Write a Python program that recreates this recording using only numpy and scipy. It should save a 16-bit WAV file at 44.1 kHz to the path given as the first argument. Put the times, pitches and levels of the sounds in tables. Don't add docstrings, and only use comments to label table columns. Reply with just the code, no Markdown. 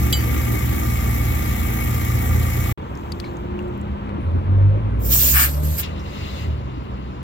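import sys
import numpy as np
from scipy import signal
from scipy.fft import rfft, irfft, next_fast_len
from scipy.io import wavfile
from scipy.ndimage import uniform_filter1d

SR = 44100
rng = np.random.default_rng(int(sys.argv[2]) if len(sys.argv) > 2 else 0)


def dump_mix(stems):
    frames = np.atleast_2d(stems).T
    limited = np.clip(frames, -1, 1)
    pcm = np.round(limited * 32767).astype(np.int16)
    wavfile.write(sys.argv[1], SR, pcm)


def ratio(d):
    e = np.asarray(d, float) / 20
    return 10 ** e


N = 318825
T = np.arange(N) / SR
COARSE = T[::16]
SIZE = next_fast_len(N)
HZ = np.maximum(np.fft.rfftfreq(SIZE, 1 / SR), 1)
# start t/s, end t/s
CUT_S = (2.7265, 2.7745)
# start t/s, end t/s
FIRST, SECOND, PRESS = (0, 2.8), (2.7, 7.3), (4.9, 6)


def over_hz(table):
    f, v = np.transpose(table)
    return np.interp(np.log(HZ), np.log(f), v)


def over_time(table):
    s, *cols = np.transpose(table)
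    return [np.interp(T, s, c) for c in cols]


def level(x, db):
    return x * ratio(db) / np.sqrt(np.mean(x ** 2))


def walk(rate):
    k = int(len(COARSE) / T[-1] / rate)
    held = np.repeat(rng.standard_normal(len(COARSE) // k + 1), k)
    slow = uniform_filter1d(uniform_filter1d(held, k), k)
    return 1.317 * np.interp(T, COARSE, slow[:len(COARSE)])


def swells(rows, release=1.0):
    t = COARSE
    dbs = []
    for a, b, db, change_db, edge in rows:
        hold_db = db + change_db * np.clip((t - a) / (b - a), 0, 1)
        dbs.append(hold_db - edge * (np.maximum(a - t, 0) + release * np.maximum(t - b, 0)))
    power = np.sum(ratio(np.array(dbs)) ** 2, axis=0)
    return np.interp(T, t, 10 * np.log10(power + 1e-12))


def ports(a, b, lag_ms, colour_db=0):
    # f/Hz, shared part (0 to 1)
    alike = [(40, .985), (100, .995), (170, .99), (250, .86), (400, .88), (700, 0.76), (1500, .6),
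             (3000, .58), (7000, .46), (10000, .42), (15000, .7)]
    shared, left = np.clip(over_hz(alike), 0, 1), rfft(a, SIZE)
    turn = 0.16 / (1 + (HZ / 130) ** 2)
    late = np.exp(-1j * (2 * np.pi * HZ * lag_ms / 1000 + turn))
    right = shared * left * late + np.sqrt(1 - shared ** 2) * rfft(b, SIZE)
    return irfft(np.array([left, right]) * ratio(colour_db), SIZE)[:, :N]


def air(spectrum_db, lag_ms, patchy_db, span=(0, 7.3)):
    a, b = int(span[0] * SR), min(int(span[1] * SR), N)
    z = signal.stft(rng.standard_normal((2, b - a)), nperseg=256)[2]
    patch = uniform_filter1d(rng.standard_normal(z.shape[1:]), size=6, axis=0)
    patch = uniform_filter1d(patch, size=12, axis=1)
    x = np.zeros((2, N))
    x[:, a:b] = signal.istft(z * ratio(patchy_db * patch / patch.std()), nperseg=256)[1][:, :b - a]
    return level(ports(*x, lag_ms, spectrum_db), 10 * np.log10((b - a) / N))


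def ring(x, hz, t60):
    w, r = 2 * np.pi * hz / SR, np.exp(-np.log(1000) / (t60 * SR))
    return signal.lfilter([np.sin(w)], [1, -2 * r * np.cos(w), r * r], x)


def tone(hz, db, rough_db=1.8):
    cycles = np.cumsum(hz * (1 + 0.00606 * walk(9))) / SR + rng.random()
    db, out = db + rough_db * walk(14), np.zeros(N)
    on = db > -80
    out[on] = np.sqrt(2) * ratio(db[on]) * np.sin(2 * np.pi * cycles[on])
    return out


def rumble():
    # start t/s, end t/s, level/dB, change over the hold/dB, attack/(dB/s)
    booms = [(.2, .7, -25, 0.5, 25), (1.25, 2.72, -28.5, -7, 33), (2.78, 4.9, -34, 2, 40),
             (4.3, 4.36, -28.5, 0, 31), (5.02, 5.04, -27, 0.5, 29), (5.3, 7.3, -37, 3, 18)]
    gusts = [(1, .3, -44, 0, 20), (3, 2.72, -51.5, 0, 20), (1, 5.3, -49, 0, 40), (5, 5.2, -42.5, 0, 27),
             (5.5, 7.3, -54.5, -2, 20)]
    boom_db, wind_db = swells(booms, release=1.5), swells(gusts, release=1.5)
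    boom_band = over_hz([(120, -33), (200, -1.5), (300, -1.5), (450, -11.0), (800, -59.0)])
    boom = air(boom_band, lag_ms=0.83, patchy_db=2.0)
    wind_band = signal.butter(2, (22, 40), "band", fs=SR, output="sos")
    wind = signal.sosfilt(wind_band, rng.standard_normal((2, N)))
    wind = wind[0] + .3 * wind[1] * np.array([[1], [-1]])
    return boom * ratio(boom_db - 5.5) + level(wind, 0) * ratio(wind_db + 1.0)


def exhaust_db(hz):
    # f/Hz, half width/Hz, level/dB
    resonances = [(49.4, 4.4, -11), (83.8, 5.8, 1.5), (60.66, 2.8, 2.5), (67.9, 1.55, 2.5), (76, 5, 0),
                  (98.8, 8.1, 6), (125.8, 6.3, -3.5), (136.5, 4.7, -6), (151, 8, -3), (553, 25, 1),
                  (600, 30, 1.5)]
    power = sum(ratio(db) ** 2 / (1 + ((hz - f) / w) ** 2) ** 2 for f, w, db in resonances)
    return 10 * np.log10(ratio(-18.5) ** 2 + power)


def traffic():
    # t/s, firing f/Hz, load level/dB
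    lorry = [(3.7, 36.76, -37), (4.13, 38.63, -33.5), (4.3, 42.28, -19.5), (4.68, 50.1, -17),
             (5.11, 61.57, -21), (5.67, 76.53, -20), (5.9, 79.5, -27.5), (6.15, 81.4, -40.5),
             (6.48, 79.4, -25), (6.75, 62.4, -32.5), (7.23, 63.1, -32)]
    # multiple, level/dB
    orders = [(1, -1), (2, -3.5), (3, -10), (7, -23), (8, -25)]
    # start t/s, end t/s, f at start/Hz, glide/(Hz/s), level/dB
    passing = [(0, 1.676, 70.7, 5, -23), (1.8, 2.8, 78.7, 3.5, -24), (3, 3.12, 210, 3.5, -37.5),
               (3.5, 4.15, 200.5, 4.5, -33), (4.5, 5.45, 202, 8, -37), (3.25, 3.65, 346, 24, -35),
               (3, 3.1, 62, 41, -39), (1.5, 3.75, 99, -4.5, -38.5), (4.5, 4.94, 98, 5, -25),
               (6.5, 6.13, 106.7, 4, -27.5), (6.5, 6.47, 114, 14.5, -28.5), (7, 7.5, 123, 21.5, -37.5),
               (7, 7.03, 194, 8, -35), (5.5, 5.05, 310, 2.5, -37), (5.5, 5.34, 258, 2, -34),
               (4, 3.6, 340, 10, -40), (6, 6.6, 195, 2.5, -41)]
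    # start t/s, end t/s, level/dB, change over the hold/dB, attack/(dB/s)
    rushes = [
        (6.2, 6.41, -44, 0.86, 36.2),
        (6.6, 7.3, -57, -1.03, 40),
    ]
    puffs = [(5.834, 5.836, -36, 0, 1100)]
    # f/Hz, level/dB per Hz
    gas_colour = [(600, -26), (1100, 2.5), (1600, -11.5), (2000, 2), (2300, -3.5), (2800, 6), (3200, -4.5),
                  (3700, -2.5), (4500, -5.5), (5500, -14.5), (6800, -15), (9000, -29), (13000, -25.5),
                  (15700, -28)]
    whirrs = [(4.6, 5.2, -40, 0, 9.1)]

    hz, load_db = over_time(lorry)
    tones = sum(tone(k * hz, load_db + db + exhaust_db(k * hz)) for k, db in orders)
    tones = tones * np.clip((T - lorry[0][0]) / 0.069, 0, 1)
    for a, b, f, glide, db in passing:
        same_moment = (T > CUT_S[0]) == (a > CUT_S[0])
        fade_db = swells([(a, b, db, 0, 48)])
        tones = tones + same_moment * tone(f + glide * (T - a), fade_db)
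    gas = ratio(swells(rushes, release=2.4) + 5.0) + ratio(swells(puffs, release=0.22) + 3.5)
    rush = air(over_hz(gas_colour), lag_ms=0.558, patchy_db=2.0, span=SECOND) * gas * (T > PRESS[0])
    whirr_band = -40 * np.abs(np.log2(HZ / 552))
    whirr = air(whirr_band, lag_ms=0.57, patchy_db=5.0, span=SECOND) * ratio(swells(whirrs))
    return ports(tones, np.roll(tones, 150), lag_ms=0.51) + rush + whirr


def street():
    # f/Hz, level/dB per Hz
    far_colour = [(25, -26), (65, 4), (130, -5), (220, -11.5), (375, -14.5), (500, -16.5), (650, -20.5),
                  (1000, -16), (1750, -30.5), (3000, -34.5), (5700, -57), (9000, -66.5), (13000, -77),
                  (15700, -66)]
    # start t/s, end t/s, level/dB, change over the hold/dB, attack/(dB/s)
    rustles = [
        (3.05, 3.37, -59, -3.5, 30),
        (3.6, 4.1, -65.5, -8, 85),
        (6.1, 6.43, -58.5, 5, 95),
    ]
    far_db = -28.5 - 1.77 * np.maximum(T - 4.8, 0)
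    far = air(over_hz(far_colour), lag_ms=0.5, patchy_db=1.0, span=SECOND) * ratio(far_db)
    cloth = over_hz([(2000, -16), (4000, -1.5), (7500, 3.0), (9500, -12.5), (13500, 1), (15800, 0), (16000, -52.5)])
    rustle_db = swells(rustles, release=1.8)
    return far + air(cloth, lag_ms=.3, patchy_db=1.8, span=SECOND) * ratio(rustle_db)


def compressor():
    shaft_hz, mains_hz, mains_db = 28.76, 119.9, -33
    # multiple, level/dB
    crank = [(2, -27), (4, -26.5), (5, -41), (6, -41), (7, -39.5), (8, -36), (9, -46), (10, -48.5),
             (11, -42.5), (12, -47), (18, -52)]
    # f/Hz, width/Hz, level/dB
    casing_modes = [(948, 45, -2.5), (1188, 67, 5), (1363, 74, -4), (1590, 18, -8), (1758, 110, -6),
                    (1893, 30, -3), (1980, 35, -3.5), (2087, 43, -0.5), (2210, 31, 4.5)]
    # f/Hz, t60/s, level/dB
    reed_modes = [(1192, 0.045, -46.5), (1224, 0.085, -49.5), (2227, 0.11, -47.5), (2087, .06, -64),
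                  (1990, .05, -51.5)]
    # f/Hz, level/dB per Hz
    roar_colour = [(25, -30), (60, -8), (140, -9), (230, -19.5), (420, -21.5), (620, -26.5), (800, -19.5),
                   (1100, -34.5), (2200, -29), (4700, -40.5), (7300, -35), (9300, -43), (12500, -29.5),
                   (15700, -31.5)]

    turn = np.cumsum(shaft_hz * (1 + 0.001466 * walk(1.51))) / SR
    n = int(FIRST[1] * SR)
    hum = np.zeros(N)
    for k, db in crank:
        strength = np.sqrt(2) * ratio(db + 2.3 * walk(8)[:n])
        hum[:n] += strength * np.sin(2 * np.pi * (k * turn[:n] + rng.random()))
    hum = hum + np.sqrt(2) * ratio(mains_db) * np.cos(2 * np.pi * mains_hz * T)

    beats = np.flatnonzero(np.diff(np.floor(2 * turn)))
    jitter = .00005 * SR * rng.standard_normal(len(beats))
    beats = beats + np.round(jitter).astype(int)
    knock = np.zeros(N + SR)
    knock[beats] = ratio(-7 * (np.arange(len(beats)) % 2) + 2.8 * rng.standard_normal(len(beats)))
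    knock = knock[:N]
    reeds = sum(level(ring(knock, hz, t60), db) for hz, t60, db in reed_modes)
    reeds = reeds * ratio(1.5 * (T - 2.5))

    stroke = np.cos(4 * np.pi * turn)
    rattle = (1 + 0.087 * stroke) * rng.standard_normal((2, N))
    drive = level(knock, -54.5) + level(rattle, -37.5)
    casing = sum(ratio(db) * np.sqrt(w) * ring(drive, f, 4.35 / w) for f, w, db in casing_modes) * ratio(-45.5)
    puff = 1 + 0.12 * stroke + 0.13 * np.cos(2 * np.pi * turn) + 0.071 * np.cos(8 * np.pi * turn)
    roar = air(over_hz(roar_colour), lag_ms=0.542, patchy_db=1.4, span=FIRST) * puff * ratio(-25.5 - 0.25 * T)
    return ports(hum, np.roll(hum[::-1], n), lag_ms=0.18) + ports(*(casing + reeds), lag_ms=0.59) + roar


def clink():
    # f/Hz, peak level/dB, t60/s, left minus right/dB, delay/s
    modes = [(3020, -20.5, 0.18, -14, 0.0031), (3330, -14, 0.045, -1, 0.0035),
             (3940, -20, 0.079, 3, 0.0029), (4640, -22, 0.24, -0.5, 0.00027), (6500, -29, 0.083, -3, .006),
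             (7500, -19.5, 0.12, -10, 0.0051), (14000, -13.5, 0.023, -7.5, 0)]
    t = T[:SR // 2]
    hit = ratio(-19) * t / .002 * np.exp(1 - t / .002) * rng.standard_normal((2, len(t)))
    hit = hit - uniform_filter1d(hit, size=15)
    for hz, db, t60, pan_db, delay in modes:
        u = np.maximum(t - delay, 0)
        swing = (1 - np.exp(-u / 0.00068)) * ratio(db - 60 * u / t60)
        pan = ratio(np.array([[pan_db], [-pan_db]]) / 2)
        hit = hit + swing * pan * np.sin(2 * np.pi * (hz * u + np.array([[0], [.12]])))
    out = np.zeros((2, N))
    out[:, int(.1252 * SR):][:, :len(t)] = hit
    return out


def gauge():
    # t/s, peak level/dB, ring f/Hz, ring time/s, left minus right/dB
    ticks = [(2.9527, -43, 5500, .002, 7), (2.9741, -42, 6500, .002, 3), (3.12, -25, 4540, 0.0032, 2.5),
             (3.1895, -50, 13500, .001, 0), (3.2005, -24, 4400, 0.0031, 4), (3.369, -46, 6510, .004, 3),
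             (3.6, -55, 14000, .003, 0), (3.6254, -53, 8100, .002, 2), (3.683, -54, 8000, .001, 2),
             (3.776, -46, 13500, 0.0023, -2), (3.8135, -45, 7500, 0.0018, -5),
             (6.84, -58, 12970, 0.0042, -4)]
    # t/s, peak level/dB, ring f/Hz,
    # ring time/s, left minus right/dB
    knocks = [(3.241, -31, 2270, 0.0027, 0), (3.244, -37, 4150, 0.03, -4), (3.258, -38, 2200, .005, -2),
              (3.591, -31.5, 2700, .002, 8), (4.093, -32, 2260, 0.0032, 3), (4.2, -62, 10440, 0.17, -7),
              (5.995, -40.5, 5500, 0.013, -9.5)]
    # t/s, level/dB
    thump = (5.157, -6.5)
    out, t = np.zeros((2, N)), T[:SR // 8]
    for rows, crack_db in (ticks, -12), (knocks, -27):
        grains = rng.standard_normal((len(rows), 2, len(t)))
        for (s, db, hz, ring_s, pan_db), grain in zip(rows, grains):
            grain = grain[0] + 0.31 * grain
            strike = 5 * (t == 0) + grain * np.exp(-t / ring_s)
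            tube = ring(strike, hz, 28 / hz)
            fade = np.exp(-t / 0.0006) + ratio(-9) * np.exp(-t / 0.0058)
            crack = uniform_filter1d(grain, size=2) * fade
            tick = tube / np.abs(tube).max() + ratio(crack_db) * crack
            out[:, int(s * SR):][:, :len(t)] += ratio(db + np.array([[pan_db], [-pan_db]]) / 2) * tick
    thumb = np.sin(2 * np.pi * 700 * t) * np.exp(-t / 0.00038)
    out[0, int(thump[0] * SR):][:len(t)] += ratio(thump[1]) * thumb
    return out


def valve():
    # start t/s, end t/s, level/dB, change over the hold/dB, attack/(dB/s)
    leaks = [
        (5.005, 5.07, -51, 19, 1200),
        (5.13, 5.452, -17, -5, 300),
        (5.5, 5.6, -38.5, -2, 299),
        (5.635, 5.78, -37, 0, 600),
        (5.788, 5.808, -24.5, -1, 750),
    ]
    gaps = [(5.1, 5.335, -47, 1, 500), (5.347, 5.365, -33, 2, 1200), (5.372, 5.398, -26.5, -1, 450),
            (5.415, 5.45, -32, 0, 500), (5.47, 5.49, -43, -2, 700), (5.785, 5.81, -43.5, 1, 1203)]
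    # f/Hz, level/dB per Hz
    jet_colour = [(900, -40), (1500, -30), (2600, -15), (4000, -9), (5500, -10.5), (7600, -7.5),
                  (8300, -14), (8900, -9.5), (10600, -13.5), (12000, -1.5), (13000, 3), (14200, 0.5),
                  (15700, -3.5)]
    # f/Hz, level/dB per Hz
    rasp_colour = [(500, -44.5), (800, -5), (950, -12), (1170, -3.5), (1400, 2.5), (1900, -1), (2600, -5.5),
                   (3300, -17.5), (5000, -52)]
    # t/s, notch f/Hz
    notch_path = [(5.2, 3900), (5.31, 4030), (5.4, 5606), (5.53, 6500), (5.8, 6540)]

    whistle_db, rasp_db = swells(leaks, release=1.1), swells(gaps, release=0.99)
    body_db = swells(leaks, release=0.83) - 7.5 + 2.7 * np.clip((rasp_db + 39.5) / 12, 0, 1)
    top_db = 7 + 0.8 * np.clip(whistle_db - leaks[1][2], -26, 0) * (T > leaks[1][0])
    step = 40 * np.tanh(np.log(HZ / 9600) * 12)
    whistle = air(over_hz(jet_colour) + np.minimum(step, 0), lag_ms=.4, patchy_db=0.6, span=PRESS)
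    top = irfft(rfft(whistle, SIZE) * np.clip((HZ - 13500) / 1200, 0, 1), SIZE)[:, :N]
    whistle = whistle + (ratio(top_db) - 1) * top
    body = air(over_hz(jet_colour) - np.maximum(step, 0), lag_ms=0.386, patchy_db=2.4, span=PRESS)
    late = T - .5 / over_time(notch_path)[0]
    body = body + ratio(-11.5) * np.array([np.interp(late, T, side) for side in body])
    barrel_db = -20 * np.log10(np.abs(1 - .38 * np.exp(-2j * np.pi * HZ / 576)))
    rasp = air(over_hz(rasp_colour) + barrel_db, lag_ms=0.29, patchy_db=0.5, span=PRESS)
    rasp = rasp * ratio(np.array([[2.5], [-2.5]]))
    flutter = 0.91 * walk(60) + 1.2 * walk(12) - 4000 * np.maximum(4.99 - T, 0)
    hiss = whistle * ratio(whistle_db + 4.0 + flutter) + body * ratio(body_db + 2.0 + flutter)
    return hiss + rasp * ratio(rasp_db + 5.5 + flutter)


def scene():
    before = np.clip((CUT_S[0] - T) / 0.00079, 0, 1)
    after = np.clip((T - CUT_S[1]) / 0.0012, 0, 1)
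    forecourt = compressor() + clink()
    wheel = street() + gauge() + valve()
    return before * forecourt + after * wheel + (before + after) * (traffic() + rumble())


def band_limit(x):
    return signal.sosfilt(signal.butter(12, 16820, fs=SR, output="sos"), x)


def record(dry):
    # f/Hz, left minus right/dB
    port_tilt = [(100, -0.5), (400, 0.5), (700, -1.5), (1700, 4), (4000, 5), (7000, 6.5), (9000, 8.5),
                 (11000, 0.5), (13000, -7), (16000, 0)]
    tilt = over_hz(port_tilt) / 2
    cut_db = -np.clip((HZ - 15900) / 8, 0, 60)
    x = irfft(rfft(dry, SIZE) * ratio(np.array([tilt, -tilt])), SIZE)
    mix = irfft(rfft(np.tanh(x)) * ratio(cut_db), SIZE)[:, :N]
    return band_limit(mix)


dry = scene()
out = record(dry)
dump_mix(out)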